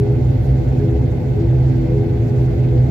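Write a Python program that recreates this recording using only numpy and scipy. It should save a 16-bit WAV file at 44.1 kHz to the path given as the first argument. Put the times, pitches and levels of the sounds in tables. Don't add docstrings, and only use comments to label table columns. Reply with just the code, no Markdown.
import sys
import numpy as np
from scipy import signal
from scipy.fft import rfft, irfft
from scipy.io import wavfile

SR = 44100
rng = np.random.default_rng(int(sys.argv[2]) if len(sys.argv) > 2 else 0)


def to_linear_factor(level_db):
    exponent = np.asarray(level_db, float) / 20
    return 10 ** exponent


def transcribe(signal):
    frames = np.atleast_2d(signal).T
    limited = np.clip(frames, -1, 1)
    pcm = np.round(limited * 32767).astype(np.int16)
    wavfile.write(sys.argv[1], SR, pcm)


N = 127890


def at_hz(points, hz):
    points_hz, value = np.transpose(points)
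    return np.interp(np.log(hz + 1e-9), np.log(points_hz), value)


def rms_one(x):
    return x / np.sqrt(np.mean(x ** 2) + 1e-20)


def drift(rate_hz):
    pole = np.exp(-80 * np.pi * rate_hz / SR)
    noise = rng.standard_normal(N // 40 + 4002)
    slow = signal.lfilter([1], [1, -2 * pole, pole * pole], noise)[4000:]
    return np.interp(np.arange(N) / 40, np.arange(len(slow)), rms_one(slow - slow.mean()))


def pair(alike, pan_db):
    mid, side = rfft(rng.standard_normal((2, N)))
    alike = np.clip(alike, -1, 1)
    mid = np.sqrt(1 + alike) * mid
    side = np.sqrt(1 - alike) * side
    return np.array([to_linear_factor(pan_db / 2) * (mid + side), to_linear_factor(-pan_db / 2) * (mid - side)])


# pitch_hz, likeness (-1..1)
LIKENESS = [(60, 0.32), (170, 0.82), (300, -0.19), (480, 0.86), (650, -0.3), (800, 0.85), (1050, -0.26),
            (1600, 0.11)]
# pitch_hz, left_over_right_db
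LEAN = [(60, -1), (300, 0.8), (900, 3.5), (1300, -1.2), (2500, -4.5), (5000, -3.5), (8000, 1.5), (12000, 2)]


def broad(spectrum, level_db, patchy_db):
    hz = np.fft.rfftfreq(N, 1 / SR)
    low_hz, high_hz = spectrum[0][0], spectrum[-1][0]
    edge = np.clip(hz / low_hz, 0, 1) ** 12 / np.clip(hz / high_hz, 1, None) ** 12
    colour = to_linear_factor(at_hz(spectrum, hz)) * edge
    sound = pair(at_hz(LIKENESS, hz), at_hz(LEAN, hz)) * colour
    together = drift(0.83)
    place = 2 * np.log2(hz / low_hz + 1e-9)
    out = 0
    for band in range(-1, int(2 * np.log2(high_hz / low_hz)) + 3):
        share = np.cos(np.pi / 2 * np.clip(place - band, -1, 1)) ** 2
        breath_db = patchy_db * (0.23 * together + drift(24))
        out = out + irfft(sound * share, N) * to_linear_factor(breath_db)
    return to_linear_factor(level_db) * rms_one(out)


def tone(hz, waver_hz, rate_hz, pan_db):
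    phase = 2 * np.pi * np.cumsum(hz + waver_hz * drift(rate_hz)) / SR
    sides = to_linear_factor(np.array([[pan_db], [-pan_db]]) / 2)
    return np.sqrt(2) * sides * np.sin(phase + rng.uniform(0, 2 * np.pi))


# pitch_hz, density_db (per Hz)
HISS = [(600, -31), (900, -4), (1150, -8), (1900, -9), (2820, -15.5), (5200, -22), (7650, -26), (8550, -40)]
# pitch_hz, density_db (per Hz)
AIR = [(8550, -12), (9050, -3), (9450, -9.5), (10100, -3.5), (11500, -1.5), (14200, 1), (15000, -2.5),
       (15700, -6.5)]


def vent_hiss():
    hiss = broad(HISS, level_db=-47, patchy_db=1.9)
    return hiss + broad(AIR, level_db=-65, patchy_db=0.7)


WHINE_HZ = [3094, 3295, 3467, 3646, 3742, 3924, 4125, 4161, 4495, 4579, 4909, 5185, 5757, 6103, 6191, 7628,
            9153, 9850, 9960, 10230, 11493, 12205, 12764, 13765, 14018, 14222, 14917, 15278, 15682]
# level_db, left_over_right_db
WHINE = [(-75.5, -16), (-75.5, 1), (-74, -9.5), (-72.5, -2), (-69, -1), (-73, 1), (-79, -10), (-75.5, -6),
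         (-82, 0), (-73.5, -2), (-79, -8.5), (-86.5, -5), (-86.5, -0.5), (-71.5, 1.5), (-83, 0.5),
         (-76.5, 9), (-75.5, 0.5), (-90, 0.5), (-89.5, -4), (-88, -3), (-88, -2.5), (-86, 8.5),
         (-87.5, 0.5), (-91, -2), (-85.5, 3), (-80, 3.5), (-86.5, 2.5), (-88.5, 4.5), (-91.5, 1.5)]


def blade_whine():
    out = 0
    for hz, (level_db, pan_db) in zip(WHINE_HZ, WHINE):
        line = tone(hz, 0.0008 * np.sqrt(4000 * hz), 7.9, pan_db)
        line[1] = np.roll(line[1], rng.integers(40))
        flicker_db = 2.5 * drift(6.5)
        out = out + to_linear_factor(level_db + flicker_db) * line
    return out


# centre_s, length_s, level_db
RUSTLES = [
    (.46, 0.059, -56.5),
    (.75, 0.1, -67),
    (1.53, 0.034, -67),
    (2.28, 0.041, -64),
    (2.42, 0.056, -58),
    (2.52, 0.045, -61),
    (2.65, .05, -68),
]
# pitch_hz, density_db (per Hz)
CLOTH = [(1500, -24), (3000, -0.5), (6000, -2), (8400, -18), (11000, -2.5), (14500, -12.5), (15700, -9.5)]


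def rustles():
    t = np.arange(N) / SR
    swell = 0
    for centre_s, length_s, level_db in RUSTLES:
        swell = swell + to_linear_factor(level_db) * np.exp(-2 * ((t - centre_s) / length_s) ** 2)
    return swell * broad(CLOTH, level_db=0, patchy_db=2.5)


def squeak():
    centre_s, length_s = 2.645, 0.02
    from_hz, to_hz = 2600, 2420
    u = (np.arange(N) / SR - centre_s) / length_s
    hz = from_hz + (to_hz - from_hz) * np.clip((u + 1) / 2, 0, 1)
    swell = to_linear_factor(-53) * np.exp(-2 * u ** 2)
    return swell * tone(hz, waver_hz=250, rate_hz=150, pan_db=-5)


# pitch_hz, density_db (per Hz)
ROAR = [(28, -40), (48, -18.5), (70, -21.5), (140, 3.5), (200, -8), (300, -22.5), (550, -17), (1100, -35.5)]


def wall_roar():
    return broad(ROAR, level_db=-29.5, patchy_db=-0.1)


MODES_HZ = [64, 82, 116, 167, 215, 252, 329, 411, 500, 585, 667, 745, 836, 918]
# width_hz, level_db, left_over_right_db, likeness (-1..1)
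MODES_RUNG = [(13.8, -22.5, -0.5, 0.98), (24.5, -30, -4.5, 1), (24.8, -18.5, -0.5, 1),
              (20.2, -36.5, 2, 0.57), (19.7, -38, 1, 1), (14.1, -30.5, -4, 0.91), (24.7, -33, 9, 0.93),
              (22.4, -34, -1, 0.56), (11.1, -37, 4, 0.72), (15, -42.5, -6.4, .2), (26, -44.5, -1, .2),
              (34.7, -43.5, 1.5, .55), (21.8, -48.5, 3, 0.56), (28, -55, -1.5, -0.18)]
# pitch_hz,
# width_hz, level_db, left_over_right_db, likeness (-1..1)
DUCTS = [(1523, 90, -58.5, -3, 0.21), (2090, 160, -56.5, -7.5, 0.32), (2557, 160, -62.5, -7.5, .2),
         (4430, 440, -64.5, -1.5, .1), (475, 26, -44.5, 0.5, 0.46), (14350, 500, -79.5, 1.5, .1)]


def cabin_modes():
    hz = np.fft.rfftfreq(N, 1 / SR)
    cabin = [(mode_hz, *rung) for mode_hz, rung in zip(MODES_HZ, MODES_RUNG)]
    out = 0
    for centre_hz, width_hz, level_db, pan_db, alike in [*cabin, *DUCTS]:
        peak = 1 / (1 + ((hz - centre_hz) / (0.78 * width_hz)) ** 2)
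        out = out + to_linear_factor(level_db) * rms_one(peak) * pair(alike, pan_db) / np.sqrt(2)
    return irfft(out, N)


# time_s, level_db
SHAFT = [(0.03, -18.5), (1.23, -26), (1.35, -17), (1.4, -35.5), (1.52, -16), (1.83, -20), (1.86, -25),
         (1.91, -19.5), (1.98, -17), (2.07, -31.5), (2.46, -20), (2.54, -27.5), (2.6, -17), (2.87, -18)]
# time_s, level_db
BEAT = [(0.03, -37.5), (0.19, -26.5), (0.22, -45.5), (0.88, -32.5), (1.35, -39.5), (1.41, -22),
        (1.52, -28.5), (2.24, -28), (2.29, -51), (2.34, -30.5), (2.77, -29), (2.87, -60)]
# time_s, level_db
UPPER = [(0.03, -24), (0.43, -49), (0.78, -40), (0.83, -26.5), (1.13, -43.5), (1.41, -30), (1.63, -51),
         (1.82, -42), (1.89, -40), (1.97, -25.5), (2.14, -34), (2.87, -37.5)]


def hull():
    t = np.arange(N) / SR

    def level(curve, trim_db):
        return to_linear_factor(trim_db + np.interp(t, *np.transpose(curve)))

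    shaft = level(SHAFT, 3) * tone(128.05, waver_hz=1.445, rate_hz=2.86, pan_db=-2.2)
    upper = level(UPPER, 1) * tone(413.7, waver_hz=3.3, rate_hz=5.16, pan_db=3.5)
    beat = level(BEAT, 1) * tone(334.3, waver_hz=2.5, rate_hz=3.88, pan_db=4.5)
    return shaft + upper + beat


def scene():
    air = vent_hiss()
    engines = hull() + cabin_modes() + wall_roar()
    return engines + air + blade_whine() + rustles() + squeak()


def low_pass(x):
    return signal.sosfilt(signal.butter(12, 15760, fs=SR, output="sos"), x)


def record(dry):
    low_cut = signal.butter(4, 48.6, "high", fs=SR, output="sos")
    heard = signal.sosfilt(low_cut, np.tile(dry, 2))[:, N:]
    return low_pass(heard)


dry = scene()
out = record(dry)
transcribe(out)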